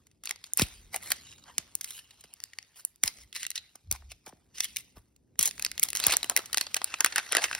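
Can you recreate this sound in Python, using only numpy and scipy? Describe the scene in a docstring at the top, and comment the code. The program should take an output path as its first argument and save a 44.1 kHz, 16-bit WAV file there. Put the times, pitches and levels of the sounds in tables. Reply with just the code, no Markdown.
"""Unwrapping a toy capsule

Hands pick at the thin plastic wrapper of a hollow capsule and tear it off, close by in a small room.
Each short finger stroke rubs and crinkles the film, and its creases snap: small bright ticks first,
fuller cracks once it is loose. The shell rings underneath. Now and then the film buckles with a short
falling thump, and the handling adds a low rumble."""
import sys
import numpy as np
from scipy import signal
from scipy.fft import rfft, irfft
from scipy.io import wavfile
from scipy.ndimage import uniform_filter1d

SR = 44100
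rng = np.random.default_rng(int(sys.argv[2]) if len(sys.argv) > 2 else 0)


def dump_mix(stems):
    """Bounce the given channels to the path in sys.argv[1] as a 16-bit WAV at rate SR."""
    frames = np.atleast_2d(stems).T  # one column per channel
    limited = np.clip(frames, -1, 1)  # hard clip at full scale
    pcm = np.round(limited * 32767).astype(np.int16)
    wavfile.write(sys.argv[1], SR, pcm)


N = 334719


def amp(db):
    """Decibels to gain."""
    return 10 ** (np.asarray(db) / 20)


def unit(x):
    """Scales to rms 1."""
    return x / np.sqrt(np.mean(x ** 2) + 1e-20)


def curve(points, hz, column=1):
    """Reads a table column on a log-frequency axis."""
    table = np.transpose(points)
    return np.interp(np.log(hz + 1), np.log(table[0] + 1), table[column])


def add(mix, start_s, sound):
    """Lays a sound into the mix."""
    part = mix[:, max(round(start_s * SR), 0):][:, :sound.shape[-1]]
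    part += sound[..., :part.shape[1]]


def resonance(hz, centre_hz, width_hz, lift_db):
    """A resonant bump on a flat response."""
    return 1 + (amp(lift_db) - 1) / (1 + 2j * (hz - centre_hz) / width_hz)


# The lag between the microphone ports. Each row: frequency in Hz, lead of the left in radians.
STEREO_PHASE = [(0, 0), (1900, 0), (2600, .6), (5250, .3), (6460, 2.5), (8180, 3.9), (9820, 5.9),
                (12500, 8.5), (15500, 11.8)]
# How alike the two sides sound. Each row: frequency in Hz, coherence from 0 to 1.
STEREO_LIKENESS = [(100, 0.99), (500, 0.29), (1000, 0.81), (1800, 1), (2600, 0.75), (8000, 0.96),
                   (15000, 0.67)]
def stereo(pair, hz):
    """Two unrelated spectra become what the two microphone ports hear."""
    same = np.clip(curve(STEREO_LIKENESS, hz), 0, 1)
    lag = np.exp(-1j * np.interp(hz, *np.transpose(STEREO_PHASE)))
    return np.array([pair[0], lag * (same * pair[0] + np.sqrt(1 - same ** 2) * pair[1])])


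def noise_bed(colour):
    """Stereo noise of the given colour at rms 1, as long as the scene."""
    hz = np.fft.rfftfreq(N, 1 / SR)
    white = stereo(rfft(rng.standard_normal((2, N))), hz)
    return unit(irfft(white * amp(curve(colour, hz)), N))


# The colour of the quiet room. Each row: frequency in Hz, relative level in dB.
ROOM_TONE_COLOUR = [(20, -21.5), (70, 9), (200, -2.5), (500, -10.5), (1500, -27.5), (5000, -17.5),
                    (7000, -15), (12000, -18.5), (16000, -33)]
def room_tone(level_db=-84):
    """Quiet, steady room noise."""
    return amp(level_db) * noise_bed(ROOM_TONE_COLOUR)


# The soft stir of the hands. Each row: time in seconds, level in dB.
STIR_LEVELS = [(0, -68.5), (.5, -74), (1, -61), (2, -70.5), (2.9, -78), (3.15, -68.5), (3.7, -74.5),
               (4.3, -70), (4.8, -64), (5.1, -71.5), (5.5, -62), (6.2, -61), (7, -69), (7.59, -63)]
# Its dark colour. 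Each row: frequency in Hz, relative level in dB.
STIR_SPECTRUM = [(20, -36.5), (45, -6.5), (70, -1.5), (130, -7.5), (250, -9.5), (400, -15), (800, -30),
                 (2000, -55)]
# Bigger hand moves. Each row: start and end in seconds, level in dB, centre in Hz.
HAND_RUMBLES = [(0.676, 0.907, -58, 47), (3.832, 3.967, -48, 75), (3.88, 4.2, -55, 60.4),
                (3.15, 3.3, -64, 68), (4.949, 5.022, -55, 42)]
def handling(width_hz=34):
    """The hands stir the air and now and then move with a low rumble."""
    t, hz = np.arange(N) / SR, np.arange(SR // 2 + 1)
    out = noise_bed(STIR_SPECTRUM) * amp(np.interp(t, *np.transpose(STIR_LEVELS)))
    for start, end, db, centre_hz in HAND_RUMBLES:
        rumble = irfft(rfft(rng.standard_normal(SR)) / (1 + (2 * (hz - centre_hz) / width_hz) ** 2))
        length = round((end - start) * SR)
        add(out, start, amp(db) * unit(rumble[:length] * signal.windows.tukey(length, .6)))
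    return out


# The bright voice of the film. Each row: frequency in Hz, relative level in dB.
FILM_COLOUR = [(100, -43), (300, -12), (700, -7.5), (1400, -7), (2200, 2.5), (5000, 4.5), (7500, 6.5),
               (9800, 10), (12500, 8.5), (15600, 2.5), (16600, -15)]
MIDS_LOW_HZ, MIDS_HIGH_HZ = 1400, 7500
def film_bands(hz):
    """Body, mids and treble of the film's sound, as three gains over frequency."""
    above_body, above_mids = (1 / (1 + (edge / (hz + 1)) ** 12) for edge in (MIDS_LOW_HZ, MIDS_HIGH_HZ))
    split = np.sqrt([1 - above_body, above_body * (1 - above_mids), above_mids])
    return split * amp(curve(FILM_COLOUR, hz))


# The light friction of just holding on. Each row: time in seconds, level of the mids in dB.
HOLD_LEVELS = [(0, -74), (.2, -86), (.4, -67.5), (.75, -65), (.9, -71.5), (1.15, -63), (2, -65.5),
               (2.7, -68.5), (3, -80.5), (3.3, -84), (3.65, -68), (4.2, -88.5), (4.7, -70), (5.1, -88.5),
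               (5.35, -88), (5.6, -59.5), (6.5, -57.5), (7.59, -46.5)]
# A finger drags or pulls at the film. Each row: start and length in seconds, final level of the mids
# in dB, body and treble in dB against the mids.
FINGER_STROKES = [(0.248, 0.075, -50.5, -12, -6), (0.447, .025, -54.5, -21, -3),
                  (0.58, .05, -31, -11.5, 0.5), (.933, 0.03, -42, -6.5, 2.5), (1.023, 0.064, -47, -9.5, 4),
                  (1.106, 0.01, -33.5, -14.5, -3.5), (1.241, 0.094, -53.5, -18, -16),
                  (1.466, 0.038, -55.5, -0.5, -15), (1.58, 0.023, -50.5, -9, -10),
                  (1.83, .165, -50, -18, 5), (2.415, 0.047, -62.5, -18, -2), (2.762, 0.041, -54, -10.5, 7),
                  (3.038, 0.045, -40.5, -7.5, 4.5), (3.168, 0.059, -55, -14.5, -1),
                  (3.345, 0.093, -42, -25, -1.5), (3.551, 0.03, -45.5, -17, -6),
                  (3.914, 0.041, -46, -8, -3), (4.102, .017, -51.5, -20, -2), (4.263, .026, -53, -0.5, 2),
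                  (4.548, .06, -48.5, -18.5, -3), (4.625, .023, -34.5, -26, -1),
                  (4.761, 0.044, -48.5, -23, 1.5), (4.961, .02, -61.5, 1.5, 7.5),
                  (5.399, 0.082, -37, -16, 6.5), (5.615, .05, -49, -15, -3), (5.824, .025, -41, -9, 8),
                  (5.96, .065, -38, -17.5, -4), (6.027, 0.12, -31, -9, -13), (6.24, .018, -52, 0.5, 3),
                  (6.299, .015, -43.5, 2.5, 0), (6.366, .026, -38.5, -3, 0), (6.562, .068, -43, -13, -4),
                  (6.748, .022, -45, -3, -1), (6.85, .1, -49.5, -7, -15), (7.004, 0.007, -41, 4, -15),
                  (7.046, .022, -33, -14, -19), (7.164, .026, -29.5, -9.5, -20),
                  (7.318, .068, -31.5, -7.5, -25), (7.42, .03, -30, -7.5, -5.5), (7.5, .09, -49, -12, -22)]
def friction(t, attack_s=.005, build_db=3.5, release_s=.01, creep_db=-17, creep_s=.098):
    """Rms of body, mids and treble: each stroke grips, tightens and lets go, and the film creeps on."""
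    hold_balance_db = np.array([[-8.5], [0], [-3.5]])
    power = amp(np.interp(t, *np.transpose(HOLD_LEVELS)) + hold_balance_db) ** 2
    for start, length, db, body_db, treble_db in FINGER_STROKES:
        before, after = np.maximum(start - t, 0), np.maximum(t - start - length, 0)
        progress = np.clip((t - start) / length, 0, 1)
        grip = np.exp(-before / attack_s) * amp(build_db * (progress - 1))
        release = np.maximum(np.exp(-after / release_s), amp(creep_db) * np.exp(-after / creep_s))
        power += (amp(db + np.array([[body_db], [0], [treble_db]])) * grip * release) ** 2
    return np.sqrt(power)


def crinkle(slips_per_s=1100, spread_db=3.5, slip_ms=.93, hiss=.76, clump_db=2):
    """Countless tiny slips of the film, clumped in time, over the smooth hiss of sliding skin."""
    t, hz = np.arange(N) / SR, np.fft.rfftfreq(N, 1 / SR)
    slips = amp(spread_db * np.minimum(rng.exponential(1, N), 4.5))
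    slips *= rng.random(N) < slips_per_s / SR
    power = signal.lfilter([1], [1, -np.exp(-2 / (slip_ms * SR / 1000))], slips ** 2)
    clumps = unit(uniform_filter1d(rng.standard_normal(N), size=300))
    power *= amp(2 * clump_db * clumps)
    power = power / (uniform_filter1d(power, size=2200) + 1e-9) + hiss  # evened out over 50 ms
    texture = stereo(rfft(rng.standard_normal((2, N)) * np.sqrt(abs(power))), hz)
    coarse_t = t[::32]
    return sum(np.interp(t, coarse_t, level) * unit(irfft(texture * band, N))
               for band, level in zip(film_bands(hz), friction(coarse_t)))


def sliding_contact(x, depth_db=4):
    """The moving contact point wakes different modes of the shell, so the colour shifts in patches."""
    frames = dict(nperseg=512, noverlap=384)
    spectra = signal.stft(x, SR, **frames)[2]
    patches = rng.standard_normal(spectra.shape[:0:-1]).T
    patches = uniform_filter1d(patches, size=4, axis=0)  # smooth across frequency
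    patches = unit(uniform_filter1d(patches, size=9, axis=1))  # and across time
    return signal.istft(spectra * unit(amp(depth_db * patches)), SR, **frames)[1][:, :N]


def snap(mix, start_s, level_db, body_db, treble_db, ring_hz, decay_ms):
    """A crease flips: a burst of tiny fractures rings the film, the treble dying first."""
    size, lead = 1024, 128  # samples
    hz = np.fft.rfftfreq(size, 1 / SR)
    age = np.maximum(np.arange(size) - lead, 0) * 1000 / SR / decay_ms  # in decay times
    rise = 1 - np.exp(-age / .15)  # long bursts also build up more slowly
    burst, out = rng.standard_normal((2, size)), np.zeros((2, size))
    echo_s = rng.uniform(.000522, .0016)  # a quick echo off the table, its delay different for each snap
    table_echo = 1 + amp(-9) * np.exp(-2j * np.pi * hz * echo_s)
    colour = resonance(hz, ring_hz, width_hz=450, lift_db=8) * table_echo
    for band, db, linger in zip(film_bands(hz), (body_db, 0, treble_db), (1.1, .85, .55)):
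        fractures = stereo(rfft(burst * rise * np.exp(-age / linger)), hz)
        out += amp(level_db + db) * unit(irfft(fractures * band * colour))
    add(mix, start_s - lead / SR, out * np.sqrt(.004 * SR / size))  # level as if packed into 4 ms


def ticks(count=170, firm_db=-42, tick_db=-41, spread_db=2, tilt_db=4, low_hz=1900, high_hz=7000):
    """Small creases give way at random: near tick_db under a firm rub, faintly under a light touch."""
    jitter, pitch, life = rng.random((count, 3)).T
    strength, tilt = np.clip(rng.standard_normal((count, 2)), -2, 2).T
    starts = (np.arange(count) + jitter) / count * N / SR
    body, mids, treble = 20 * np.log10(friction(starts))
    over_firm_db = mids - firm_db
    level_db = tick_db + np.minimum(1.18 * over_firm_db, over_firm_db / 2) + spread_db * strength
    ring_hz = low_hz * (high_hz / low_hz) ** pitch
    decay_ms = 1.9 * (.5 + life)
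    out = np.zeros((2, N))
    for row in zip(starts, level_db, body - mids, treble - mids + tilt_db * tilt, ring_hz, decay_ms):
        snap(out, *row)
    return out


# The snaps that stand out. Each row: start in seconds, level of the mids in dB, body and treble in dB
# against the mids, ring in Hz, decay in milliseconds.
CREASE_SNAPS = [(.0683, -57.5, -17, 2, 7000, 3.1), (.1133, -63, -25, -2, 6200, 2.8),
                (0.2363, -45.5, -9, 6, 2900, 3), (.255, -36.5, -26, 6.5, 6700, 4.8),
                (0.2733, -32, -19, -21, 4480, 0.87), (.2926, -34, -20, 0, 4370, 2.3),
                (.3091, -26, -19, -3, 2080, 1.7), (.3595, -47, -11, -4, 4600, 1.2),
                (0.4403, -38, -20, -5, 4350, 2.5), (0.535, -41.5, -35, 22.5, 6600, 0.77),
                (0.574, -43, -2, 29.5, 7150, 0.37), (.5954, -24, -2.5, 6, 2260, 1.9),
                (.6185, -23, -32, 3.5, 6750, 1.9), (.6214, -24, -35, -11, 3020, 1.6),
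                (.9429, -32.5, -3, 4, 2460, 3.9), (0.9613, -39, -5.5, 17.5, 2300, 2),
                (1.1035, -43, 5, 19, 1700, 4.6), (1.1179, -22, -12.5, 6.5, 2130, 2.8),
                (1.3816, -53, -8, -13, 4600, 3.3), (1.4392, -51, -18, -15, 4800, 1.2),
                (1.5815, -23.5, -18, 3.5, 6640, 1.7), (1.7529, -38.5, -23, 19.5, 5740, 0.66),
                (1.8102, -34.5, -24, 6, 6240, 3.6), (1.8433, -35, -25, 7, 5800, 3.6),
                (1.9057, -40.5, -16.5, 9, 3560, 5.5), (1.9899, -44.5, -25, -1, 2970, 5.2),
                (2.107, -49.5, -17, -3, 4000, 5.5), (2.2081, -52, -27, 6.5, 6940, 5.2),
                (2.2382, -48, -7.5, 0, 4940, 7.5), (2.338, -53, -33, 17, 4970, 1.3),
                (2.4024, -43.5, -17, -5, 3580, 0.86), (2.4386, -32, -46, 0, 5000, 0.35),
                (2.5336, -45.5, -29, -12, 1970, 2.5), (2.5868, -33, -20, -9.5, 1860, 0.8),
                (2.6274, -47.5, -29, -14, 6850, 0.71), (2.85, -41.5, -15, 24, 7460, .8),
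                (2.9589, -62, -22, 10, 7000, 1.3), (3.0347, -31.5, -21.5, 7, 7000, .5),
                (3.0365, -22, -14, 9.5, 7200, 1.5), (3.0588, -39.5, -22, 11.5, 2500, 1.4),
                (3.0768, -23.5, -40, 0, 5200, 2.5), (3.3273, -40.5, -27, -6, 3080, 2.4),
                (3.3553, -33.5, -27, -14, 5400, 2.8), (3.361, -30.5, -16.5, -3, 1790, 3.7),
                (3.431, -29.5, -33, -6, 6950, 0.71), (3.451, -35, -24, -20, 2000, 1.5),
                (3.466, -29.5, -26, 0.5, 2900, 1.2), (3.5035, -37.5, -22, 12.5, 6140, 2.8),
                (3.514, -38, -22, -3, 6170, 2.5), (3.5551, -27, -43, -5.5, 5950, 7.8),
                (3.5766, -28.5, -35, -30, 3600, 3.5), (3.755, -49, -7, 8, 6000, 3.4),
                (3.9128, -28, -14.5, 11.5, 6300, 2.7), (3.9252, -35.5, -27, 13, 5340, .4),
                (4.1165, -40.5, -14.5, 0, 2440, 4.6), (4.2626, -49.5, -11, 6, 7000, 1.7),
                (4.2676, -49.5, 0, -11, 2240, 3), (4.5824, -35.5, -25, -6, 6300, 3.6),
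                (4.6042, -20.5, -24, -1.5, 5550, 3.1), (4.644, -34.5, -38, 12, 6000, .7),
                (4.7611, -33, -39, 3, 2480, 1.9), (4.768, -28.5, -40.5, 4.5, 2710, 1.94),
                (5.1624, -60.5, -27, 1, 7000, 2.4), (5.3568, -65.5, 0.5, -25.5, 2000, 0.77),
                (5.3909, -23.5, -18, 11, 6000, 4.1), (5.4098, -25.5, -26, 2, 6900, 3.4),
                (5.4276, -29, -21, 15.5, 7200, 2.2), (5.4318, -28, -24, 4, 6360, 7),
                (5.455, -28.5, -17, 14, 7000, 7.3), (5.4748, -30, -23, 9, 6860, 2.8),
                (5.5107, -35.5, -25, -1, 5300, 1), (5.5797, -44, -14, -7, 1650, 0.97),
                (5.5954, -35.5, -11, 6, 2520, 2.7), (5.6233, -32, -23, 7, 4730, 1.8),
                (5.6483, -23, -25.5, 2, 4700, 1.6), (5.6635, -25.5, -17.5, -17, 4800, 0.96),
                (5.7153, -32.5, -30, -3, 2150, 1.6), (5.779, -31.5, -20, -5, 2120, 0.66),
                (5.7963, -31.5, -19, 10.5, 6050, 1.7), (5.8306, -24, -35, 13, 5350, 1.3),
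                (5.8359, -29, -34, 17, 7560, 0.68), (5.8863, -33.5, -16, 3, 6400, 2.7),
                (5.903, -37.5, -32, 11, 6700, 1.4), (5.931, -34, -11.5, 5, 2540, 1.1),
                (5.9508, -28, -14.5, 5.5, 6200, 4), (5.961, -31.5, -18, 6, 6040, 1.5),
                (5.9706, -26.5, -30, 1.5, 6200, 2.7), (5.9994, -28, -12.5, 4, 3820, 3.6),
                (6.0396, -23.5, -15, -1, 4430, 0.92), (6.066, -23, -9.5, 15, 7000, 3.8),
                (6.0825, -31.5, -4, 2, 4600, 1.6), (6.1009, -28.5, -17, 0, 2380, 1.9),
                (6.1075, -26.5, -16, -1, 2380, 4.5), (6.1207, -20, -12.5, 1, 3940, 10),
                (6.1369, -26.5, -4.5, 2, 3830, 3), (6.168, -27, -9.5, 14.5, 5950, 1.3),
                (6.23, -26, -16.5, -2, 3840, 2.1), (6.2436, -32, -13, 2, 2850, 1),
                (6.297, -23, -10, 6, 7240, 2.1), (6.3642, -20, -19, 8.5, 2260, 1.5),
                (6.373, -24.5, -11, 7.5, 2270, 2.4), (6.3913, -35.5, 1, -3, 2900, 1.8),
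                (6.4574, -39, -28, 1, 5960, 4), (6.5297, -28, -21, 4, 4670, 2),
                (6.5444, -23.5, -9, -1.5, 7100, 1.8), (6.5726, -21.5, -12.5, 0.5, 5070, 1.8),
                (6.581, -21.5, -21, -4, 4600, 1.7), (6.6103, -22, -17, -2.5, 4330, 3.3),
                (6.6669, -33.5, -11.5, -30, 4580, 2.4), (6.7434, -22, -22, 1, 6000, 2.3),
                (6.765, -25, -9.5, 2.5, 3000, 5), (6.8169, -35, 1.5, -16, 1270, 2.2),
                (6.8432, -33.5, -12, 18, 4650, 1.8), (6.94, -26.5, -7, -37, 2800, 2.8),
                (7.0057, -18, -15.5, 2.5, 6660, 2.5), (7.0459, -17.5, -8.5, 4.5, 2200, 1.7),
                (7.061, -23.5, -6.5, 4, 2830, 1.5), (7.123, -30.5, -14, -35, 4200, 4.9),
                (7.1591, -24, -8.5, 5, 2040, 2.7), (7.1811, -22.5, -7.5, 0, 1720, 2.3),
                (7.3224, -26, -18, 9, 2540, 1.4), (7.3298, -27.5, -14, -23, 1800, 1.3),
                (7.35, -21, -8.5, 0, 1860, 1.7), (7.368, -16.5, -18, -2.5, 1750, 1.9),
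                (7.42, -31, -13, -22, 2470, 2), (7.44, -18, -17, -11, 2300, 3.6),
                (7.513, -35.5, 2, -30, 1670, 0.65), (7.5288, -29, -14, -35, 2620, 3),
                (7.5495, -26.5, -13, -4.5, 2020, 2.1)]
def snaps():
    """The wrapper's creases flip one by one, crowding together as it comes off."""
    out = np.zeros((2, N))
    for row in CREASE_SNAPS:
        snap(out, *row)
    return out


# The shell in each grip of the fingers. Each row: start in seconds, three resonances in Hz, their
# strength in dB.
SHELL_GRIPS = [(0, 2000, 2610, 3580, 1.6), (.88, 786, 2100, 5840, 4.1), (1.01, 2020, 4160, 7150, 4.3),
               (1.21, 2890, 3840, 6800, 5.7), (1.43, 910, 1060, 3130, 3.8), (1.56, 1800, 2820, 6050, 1),
               (1.87, 2820, 3030, 3930, 3.7), (2.35, 1890, 2820, 4580, 3.3), (2.999, 2110, 4970, 5780, 4.4),
               (3.28, 1950, 2770, 4030, 5.5), (3.719, 760, 2394, 5250, 2.4), (4.5, 2046, 2730, 6020, 2.9),
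               (5.301, 1980, 2660, 4020, 1.9), (6.909, 1575, 1895, 2660, 4.4)]
def capsule(x, width_hz=230, fade_s=.02, lead=64):
    """The hollow shell rings under the film; every change of grip moves its resonances."""
    t, hz = np.arange(N) / SR, np.fft.rfftfreq(2048, 1 / SR)
    below_treble = 1 / (1 + (hz / MIDS_HIGH_HZ) ** 8)
    changes = [np.clip((t - row[0]) / fade_s, 0, 1) for row in SHELL_GRIPS[1:]]
    begun = [np.ones(N), *changes, np.zeros(N)]
    out = np.zeros((2, N))
    for k, (_, *modes_hz, lift_db) in enumerate(SHELL_GRIPS):
        shell = .5 + sum(resonance(hz, mode_hz, width_hz, lift_db) - 1 for mode_hz in modes_hz)
        # the modes gather energy, they add none
        shell /= np.average(abs(shell) ** 2, weights=below_treble) ** (below_treble / 2)
        impulse = np.roll(irfft(shell), lead)[None]
        crossfade = begun[k] - begun[k + 1]
        held = np.flatnonzero(crossfade)
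        ringing = signal.oaconvolve((x * crossfade)[:, held], impulse, axes=1)
        add(out, (held[0] - lead) / SR, ringing[:, max(lead - held[0], 0):])
    return out


# The thumps of the buckling film. Each row: start in seconds, peak in dB, strongest frequency in Hz,
# breadth of the sweep in natural log units of frequency.
BUCKLES = [(.588, -32, 277, 0.73), (0.6104, -20, 194, 0.79), (1.576, -45.5, 300, 0.87),
           (2.238, -55, 600, 1.1), (3.031, -43, 382, 2), (3.749, -55, 600, 0.66), (3.908, -45.5, 200, 0.91),
           (4.02, -52.5, 1200, 0.53), (4.267, -45.5, 702, 0.98), (4.323, -49, 500, 1.06),
           (4.964, -50, 220, 1.3), (5.386, -41.5, 199, 0.81), (6.06, -37, 130, 0.81),
           (6.236, -43, 400, 0.49), (7.346, -27, 610, 0.28), (7.365, -26, 553, 0.26)]
def buckles(dispersion_s=.05):
    """Bending waves run faster at high pitch, so each buckle arrives as a falling chirp."""
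    out, t = np.zeros((2, N)), np.arange(100, 4000) / SR
    hz = dispersion_s / t ** 2
    chirp = np.sin(2 * np.pi * dispersion_s / t)
    for start, peak_db, centre_hz, breadth in BUCKLES:
        swell = np.exp(-.5 * (np.log(hz / centre_hz) / breadth) ** 2)
        add(out, start, amp(peak_db) * swell * chirp)
    return out


# The room's short tail. Each row: frequency in Hz, seconds to fall by 60 dB, wet level in dB.
REVERB_BANDS = [(207.5, 0.18, -9.5), (1000, .4, -20.5), (4000, 0.42, -15), (7300, 0.16, -27),
                (9800, 0.19, -22.5), (15000, .25, -26)]
def reverb(x, predelay_s=.0013):
    """A small room: a diffuse tail, each band dying at its own speed."""
    reflections = rng.standard_normal((2, SR)) * (np.arange(SR) > predelay_s * SR)
    hz, t, spectra = signal.stft(reflections, SR, nperseg=256)
    t60, wet_db = curve(REVERB_BANDS, hz)[:, None], curve(REVERB_BANDS, hz, column=2)[:, None]
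    unit_energy = np.sqrt(2 * np.log(1000) / (t60 * SR))
    tail = signal.istft(spectra * amp(wet_db - 60 * t / t60) * unit_energy, SR, nperseg=256)[1]
    return signal.fftconvolve(x, tail, axes=1)[:, :N]


def scene():
    """Wrapper, capsule and hands in the room."""
    film = snaps() + ticks() + sliding_contact(crinkle())
    wrapper = capsule(film) * amp([[-.1], [.1]])  # a hair to the right
    thumps = buckles()
    return wrapper + thumps + reverb(wrapper + amp(-9.5) * thumps) + handling() + room_tone()


def record(dry, low_cut_hz=37, high_cut_hz=16700):
    """Trims the deepest rumble, clips at full scale and cuts the very top."""
    trimmed = signal.sosfilt(signal.butter(3, low_cut_hz, "high", fs=SR, output="sos"), dry)
    lowpass = signal.firwin(255, high_cut_hz, window=("kaiser", 8), fs=SR)
    return signal.oaconvolve(np.clip(trimmed, -1, 1), lowpass[None], "same", axes=1)


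dry = scene()
out = record(dry)
dump_mix(out)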